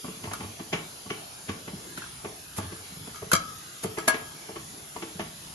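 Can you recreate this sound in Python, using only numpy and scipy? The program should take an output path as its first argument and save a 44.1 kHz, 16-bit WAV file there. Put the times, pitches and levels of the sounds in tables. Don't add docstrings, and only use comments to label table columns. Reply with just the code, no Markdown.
import sys
import numpy as np
from scipy import signal
from scipy.fft import rfft, irfft
from scipy.io import wavfile
from scipy.ndimage import uniform_filter1d

SR = 44100
rng = np.random.default_rng(int(sys.argv[2]) if len(sys.argv) > 2 else 0)


def put_to_file(sound):
    columns = np.atleast_2d(sound).T
    safe = np.clip(columns, -1, 1)
    whole_steps = np.round(safe * 32767)
    wavfile.write(sys.argv[1], SR, whole_steps.astype(np.int16))


N = 244710
T = np.arange(SR * 2 // 3) / SR
LEAD_S = .02


def amp(db):
    return 10 ** (np.asarray(db) / 20)


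def curve_at(points, hz):
    freqs, values = np.transpose(points)
    return np.interp(np.log(hz + 1), np.log(freqs), values)


def add(mix, start_s, sound):
    part = mix[:, max(round(start_s * SR), 0):][:, :sound.shape[1]]
    part += sound[:, :part.shape[1]]


def eq(x, points):
    size = x.shape[-1]
    return irfft(rfft(x) * amp(curve_at(points, np.fft.rfftfreq(size, 1 / SR))), size)


def normalise(x):
    return x / np.sqrt((x ** 2).sum() / (2 * SR * .02))


def decay(t60_s):
    return np.exp(-np.log(1000) * T / t60_s)


def blow(attack_s, t60_s):
    return np.exp(np.minimum((T - LEAD_S) / attack_s, -np.log(1000) * (T - LEAD_S) / t60_s))


# freq_hz, correlation
ROOM_IMAGE = [(60, 0.98), (160, 1), (300, 0.98), (600, 0), (1100, 0.2), (12000, 0)]
def noise(spectrum, size, image=ROOM_IMAGE):
    left, spare = rfft(rng.standard_normal((2, size)))
    alike = np.clip(curve_at(image, np.fft.rfftfreq(size, 1 / SR)), -1, 1)
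    right = alike * left + np.sqrt(1 - alike ** 2) * spare
    x = eq(irfft(np.array([left, right]), size), spectrum)
    return x / x.std()


# freq_hz, gain_db
BED_SPECTRUM = [(25, -13), (50, 4.5), (90, 7), (160, 10.5), (250, 4.5), (400, 4.5), (530, -0.5), (700, 3),
                (950, 1.5), (1300, 2), (1900, -2.5), (3000, 0), (6500, 0), (7500, 1), (8400, -2),
                (10000, 2.5), (11500, -1.5)]
# freq_hz, correlation
BED_IMAGE = [(60, 1), (160, .99), (300, 0.79), (600, 0.11), (1100, -0.2), (7300, 0.34), (7750, -1),
             (9050, -1), (9700, 0.78)]
# freq_hz, depth_ratio
BED_SWELL = [(200, .9), (900, .8), (2200, 1), (5000, .7)]
def room_tone(level_db=-42, swell_db=3.4):
    hz, t, bands = signal.stft(noise(BED_SPECTRUM, N, BED_IMAGE), SR, nperseg=1024)
    patches = uniform_filter1d(rng.standard_normal((len(t), len(hz))), size=12, axis=0)
    patches = uniform_filter1d(patches, size=6, axis=1).T
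    swell = amp(swell_db * curve_at(BED_SWELL, hz)[:, None] * patches / patches.std())
    return amp(level_db) * signal.istft(bands * swell, SR, nperseg=1024)[1][:, :N]


def strike(modes, attack_s, spread_db=2.5, right_lag_s=0.00018):
    t = T - LEAD_S - np.array([[0], [right_lag_s]])
    ring = 0
    for hz, t60_s, db in modes:
        envelope = amp(db + spread_db * rng.standard_normal()) * blow(attack_s, t60_s)
        cycles = hz * rng.uniform(1.0, 1.015) * t + rng.random()
        ring = ring + envelope * np.sin(2 * np.pi * cycles)
    return normalise(ring)


def focus(modes, focus_hz, db_per_octave=-11.5):
    return [(hz, t60_s, db + db_per_octave * abs(np.log2(hz / focus_hz))) for hz, t60_s, db in modes]


# contact_db, attack_s
CONTACT_ATTACK = [(-42, 0.0056), (-40, 0.0035)]
# pitch_hz, t60_s, level_db
WALL_MODES = [(1370, 0.039, -4), (1717, 0.033, 2), (2040, 0.087, 3.5), (2250, 0.11, 1), (2610, 0.078, 0),
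              (3025, 0.052, 1)]
# freq_hz, gain_db
THUD_SPECTRUM = [(100, -29), (250, -6), (420, 0), (530, -0.5), (750, 0), (1100, -0.5), (1500, -1),
                 (1850, -1.5), (2400, 0.5), (3200, -2.5), (4200, -12), (6500, -9), (12000, -69)]
def contact(level_db, treble_db):
    attack_s = np.interp(level_db, *np.transpose(CONTACT_ATTACK))
    wall = amp(-2.5) * strike(WALL_MODES, attack_s)
    thud = amp(1.5) * normalise(noise(THUD_SPECTRUM, len(T)) * blow(attack_s, 0.1))
    return amp(level_db) * eq(wall + thud, [(800, 0), (2400, treble_db)])


# pitch_hz, t60_s, level_db
HANDLE_MODES = [(625, 0.073, -3), (694.5, 0.039, 0), (800, 0.059, -3.5), (870, 0.048, -3),
                (1002, 0.047, -3.5), (1082.6, 0.11, -1.5), (1140, 0.13, 0)]
def handle_clonk(focus_hz):
    return strike(focus(HANDLE_MODES, focus_hz), attack_s=.0015)


# time_s, seat_ratio
LID_SEATING = [(0, 0.2), (2.6, 0.32), (3.34, 0.038), (3.85, 0.1), (3.98, 0.54), (4.08, 0.9), (4.56, 0.64),
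               (5.2, 0.45)]
def seating(time_s):
    return np.clip(np.interp(time_s, *np.transpose(LID_SEATING)), 0, 1)


# pitch_hz, t60_s, level_db
BODY_MODES = [(191, 0.12, -8), (249, 0.039, 0), (279.6, 0.11, -0.5), (304.2, 0.12, -1), (347, 0.037, 0.5),
              (403, 0.14, -2), (434, 0.11, -0.5)]
# freq_hz, gain_db
STOVE_SPECTRUM = [(30, -26), (90, -0.5), (160, 10.5), (300, -8), (700, -20), (2000, -62)]
def pot_body(focus_hz, seat, attack_s=0.0061, seated_bass_db=-15.5):
    thump = normalise(noise(STOVE_SPECTRUM, len(T)) * blow(attack_s, 0.054))
    return strike(focus(BODY_MODES, focus_hz), attack_s) + amp(seated_bass_db * seat) * thump


# hit_s, contact_db, treble_db, body_db, body_focus_hz, clonk_db, clonk_focus_hz
KNOCK_CUES = [(.046, -39, -15, -36.5, 198, -43.5, 1090), (.084, -45, -10, -38.5, 217, -50, 1090),
              (0.242, -42, -2, -38.5, 303, -48, 946), (0.257, -47, -2, -46, 290, -50, 700),
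              (0.275, -47, -12, -56, 195, -41.5, 1000), (.316, -38, -6.5, -48, 435, -41, 800),
              (.407, -41, -4.5, -40, 240, -45, 870), (.437, -45, -5, -38.5, 190, -45, 1100),
              (.599, -42, -6.5, -38.5, 290, -45, 860), (.7314, -31.5, 0.5, -30, 440, -33, 710),
              (.738, -35, -2.5, -32.5, 434, -47, 700), (1.063, -49, -20, -45.5, 180, -51, 1140),
              (1.105, -38, 2, -33, 406, -41, 950), (1.489, -45.5, 3, -62, 296, -64, 800),
              (1.494, -38.5, -1, -31.5, 300, -37.5, 1120), (1.68, -40, -7, -40, 270, -50, 1090),
              (1.732, -61, -6, -44.5, 195, -54, 800), (1.779, -60, -6, -53, 188, -59, 800),
              (1.977, -54, 8.5, -43, 277, -51, 706), (2.249, -37.5, -7.5, -36.5, 394, -43.5, 640),
              (2.587, -37.5, -8, -36.5, 224, -37, 800), (2.629, -51, 1.5, -43, 286, -56, 800),
              (2.722, -44, -7, -41, 288, -51, 1090), (3.076, -45, -8, -45, 296, -51, 754),
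              (3.224, -40.5, -14, -38.5, 396, -47, 800), (3.335, -40, -7, -39, 200, -45, 680),
              (3.846, -35, -12, -30.5, 370, -41, 690), (3.977, -37.5, -3, -33, 370, -38.5, 700),
              (4.081, -26.5, -4, -39, 310, -26.5, 656), (4.144, -38.5, 1.5, -34.5, 330, -39, 870),
              (4.492, -40, -14.5, -40, 390, -43, 690), (4.562, -38.5, -7, -44, 403, -45, 1090),
              (4.964, -45, -4, -41.5, 344, -43, 1000), (5.025, -40, -2, -36.5, 257, -42, 905),
              (5.197, -38, -3, -33.5, 435, -37.5, 785), (5.205, -39.5, -3.5, -35.5, 247, -45, 680)]
def knocks(body_lag_s=0.0054):
    out = np.zeros((2, N))
    for hit_s, contact_db, treble_db, body_db, body_hz, clonk_db, clonk_hz in KNOCK_CUES:
        add(out, hit_s - LEAD_S, contact(contact_db, treble_db))
        add(out, hit_s - LEAD_S, amp(clonk_db) * handle_clonk(clonk_hz))
        add(out, hit_s + body_lag_s - LEAD_S, amp(body_db) * pot_body(body_hz, seating(hit_s)))
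    return out


# start_s, gain_db, pitch_hz
BUMP_CUES = [(0.276, -36.5, 113.5), (0.444, -42.5, 103.7), (1.497, -44, 87), (1.738, -41, 142),
             (2.586, -33.5, 109.5), (2.659, -41, 88.8), (2.923, -45, 167), (2.971, -42, 146.4),
             (3.267, -44.5, 159), (3.333, -27, 158), (3.854, -36.5, 148), (5.157, -40.5, 160.4)]
def bumps(hum_db=-18.5):
    out = np.zeros((2, N))
    for start_s, db, hz in BUMP_CUES:
        t60_s = 0.093 * (106 / hz) ** 2
        envelope = (decay(t60_s) + amp(hum_db) * decay(t60_s=1)) * (1 - decay(0.0015))
        tone = 2 * np.sin(2 * np.pi * hz * T)
        add(out, start_s, amp(db) * tone * envelope * np.ones((2, 1)))
    return eq(out, [(30, -22), (95, 3.5)])


def beating_pair(hz, detune_ratio, twin_gain=.4):
    width = np.arccos(np.clip(curve_at(ROOM_IMAGE, hz), -1, 1))
    side = np.array([[-.5], [.5]]) * width * rng.choice([-1, 1])
    twin_hz = hz * (1 + detune_ratio * rng.uniform(0.72, 1) * rng.choice([-1, 1]))
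    phase = rng.uniform(0, 2 * np.pi)
    twin = twin_gain * np.cos(2 * np.pi * twin_hz * T + phase - side)
    return np.sin(2 * np.pi * hz * T + phase + side) + twin


# freq_hz, gain_db
CRACK_SPECTRUM = [(80, -20), (300, 10), (1000, 5.5), (2500, 0.5), (3600, 0.5), (5000, 0), (7000, 3),
                  (9000, -2), (11000, 11.5), (12500, -1)]
def crack(attack_s, t60_s, grain_db=2.5):
    grain = amp(grain_db * np.repeat(rng.standard_normal(len(T) // 30 + 1), 30)[:len(T)])
    return normalise(noise(CRACK_SPECTRUM, len(T)) * grain * blow(attack_s, t60_s))


# pitch_hz, t60_s, level_db
FITTING_MODES = [(1106, 0.037, -4.5), (1387, 0.031, -4), (1495, 0.035, 3), (1664, 0.07, -2.5),
                 (2710, 0.08, -12), (3180, 0.22, -20), (4400, 0.13, -15.5), (6780, 0.043, -9.5)]
# hit_s, ping_db, crack_db, pitch_ratio
TICK_CUES = [(0.334, -34, -44, 0.85), (1.975, -38, -39, 0.91), (2.019, -40, -50, 0.98),
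             (2.039, -44, -59, 0.95), (2.062, -49, -64, 0.87), (3.146, -46, -67, 0.82),
             (3.3162, -22.5, -24.5, 0.97), (4.964, -40, -68, 0.66)]
def ticks():
    out = np.zeros((2, N))
    for hit_s, ping_db, crack_db, pitch_ratio in TICK_CUES:
        ping = sum(amp(db) * beating_pair(hz * pitch_ratio, 0.012) * (decay(t60_s) - decay(0.0038))
                   for hz, t60_s, db in FITTING_MODES)
        add(out, hit_s, amp(ping_db) * normalise(ping) * amp([[1.5], [-2]]))
        add(out, hit_s - LEAD_S, amp(crack_db) * crack(attack_s=0.00019, t60_s=0.16))
    return out


def by_seat(seat, loose, home):
    return (1 - seat) * loose + seat * home


def chatter(rate_hz=90):
    knots_s = np.arange(0, 1, 1 / rate_hz)
    flutter = np.interp(T, knots_s, rng.standard_normal(SR // 100)[:len(knots_s)])
    return flutter / flutter.std()


# pitch_hz, t60_s, loose_db, home_db
LID_MODES = [(665, 0.35, -15, -1), (950, 0.61, -18, -3), (1088, 0.23, -9, -17), (1182, 0.47, -5.5, -8),
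             (1228, 0.8, 1, -9), (1295, 0.65, 3, -2), (1375, 0.3, -9, -10), (1448, 0.3, -12, -4),
             (1654, 0.55, -5, 10), (1717, 0.3, -13, -7), (2160, 0.46, -1, -13), (2183, 0.25, -16, 2.5),
             (2310, 0.26, -4, -13), (3176, 0.57, -0.5, -15), (3280, 0.5, -11, -10), (3990, 0.36, -4, -12),
             (4340, 0.27, -25, -1.5), (4740, 0.34, 0, -4), (5720, 0.4, -1.5, -4), (6500, 0.22, 3, -13),
             (7070, .2, -9, -20), (7410, .25, 1, 1.5), (8800, .18, -27, -20), (9360, .18, -4, -8),
             (10200, .18, -4, 8)]
# freq_hz, pan_db
LID_PAN = [(700, 7), (1150, 3), (2100, 1.5), (3700, -2.5), (10000, 1.5)]
def lid_ring(seat, sings):
    choke_s = by_seat(seat, loose=0.068, home=0.11)
    main_hz = by_seat(seat, loose=1270, home=1654)
    chatter_depth = by_seat(seat, loose=.7, home=0)
    ring, attack = 0, 1 - decay(0.0066)
    for hz, t60_s, loose_db, home_db in LID_MODES:
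        fade = decay(choke_s * (main_hz / hz) ** 0.34)
        if sings:
            tail_db = by_seat(seat, loose=-15.5, home=-9.5) - 9 * abs(np.log2(hz / main_hz))
            fade = fade + amp(tail_db) * decay(t60_s) * (1 + chatter_depth * chatter())
        db = by_seat(seat, loose_db, home_db) + np.array([[1], [-1]]) * curve_at(LID_PAN, hz)
        ring = ring + amp(db) * beating_pair(hz, 0.0066) * fade * attack
    return normalise(ring)


# hit_s, ring_db, crack_db, attack_s
CLACK_CUES = [(0.3343, -40.5, -37, 0.00073), (2.584, -41.5, -32.5, 0.016), (3.158, -42, -70, 0.012),
              (3.333, -19, -19, 0.0011), (3.839, -39, -32, 0.0064), (3.984, -33, -55, 0.0058),
              (4.0794, -18.5, -23.5, 0.0015), (4.084, -36, -22, 0.00058)]
def clacks(bounces=2, gap_ratio=0.62, crack_step_db=-12.5):
    out = np.zeros((2, N))
    for hit_s, ring_db, crack_db, attack_s in CLACK_CUES:
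        seat = seating(hit_s)
        first_gap_s = by_seat(seat, loose=.0185, home=.0135)
        ring_step_db = by_seat(seat, loose=-4.5, home=-10.5)
        for k in range(bounces + 1):
            add(out, hit_s, amp(ring_db + k * ring_step_db) * lid_ring(seat, sings=k == 0))
            add(out, hit_s - LEAD_S, amp(crack_db + k * crack_step_db) * crack(attack_s, t60_s=0.047))
            hit_s += first_gap_s * gap_ratio ** k
    return out


# freq_hz, t60_s
KITCHEN_DECAY = [(100, 0.63), (260, 0.32), (700, 0.42), (2000, 0.37), (5000, 0.31), (11000, 0.086)]
def kitchen_reverb(send):
    hz, t, bands = signal.stft(noise([(20, 0), (20000, 0)], SR), SR, nperseg=256)
    fade = np.exp(-np.log(1000) * t / curve_at(KITCHEN_DECAY, hz)[:, None])
    tail = signal.istft(bands * fade, SR, nperseg=256)[1][:, :len(T)]
    tail = tail * (1 - decay(0.013))
    return signal.fftconvolve(send, tail / np.linalg.norm(tail[0]), axes=1)[:, :N]


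def scene():
    dull, low, metal = knocks(), bumps(), clacks() + ticks()
    send = amp(-7.0) * dull + amp(-6.5) * low + amp(-13.5) * metal
    return dull + low + metal + kitchen_reverb(send) + room_tone()


# freq_hz, gain_db
MIC_RESPONSE = [(25, -5), (70, -0.5)]
def record(dry, cutoff_hz=12000):
    lowpass = signal.firwin(301, cutoff_hz, window=("kaiser", 9), fs=SR)
    return signal.oaconvolve(eq(dry, MIC_RESPONSE), lowpass[None], "same")


dry = scene()
out = record(dry)
put_to_file(out)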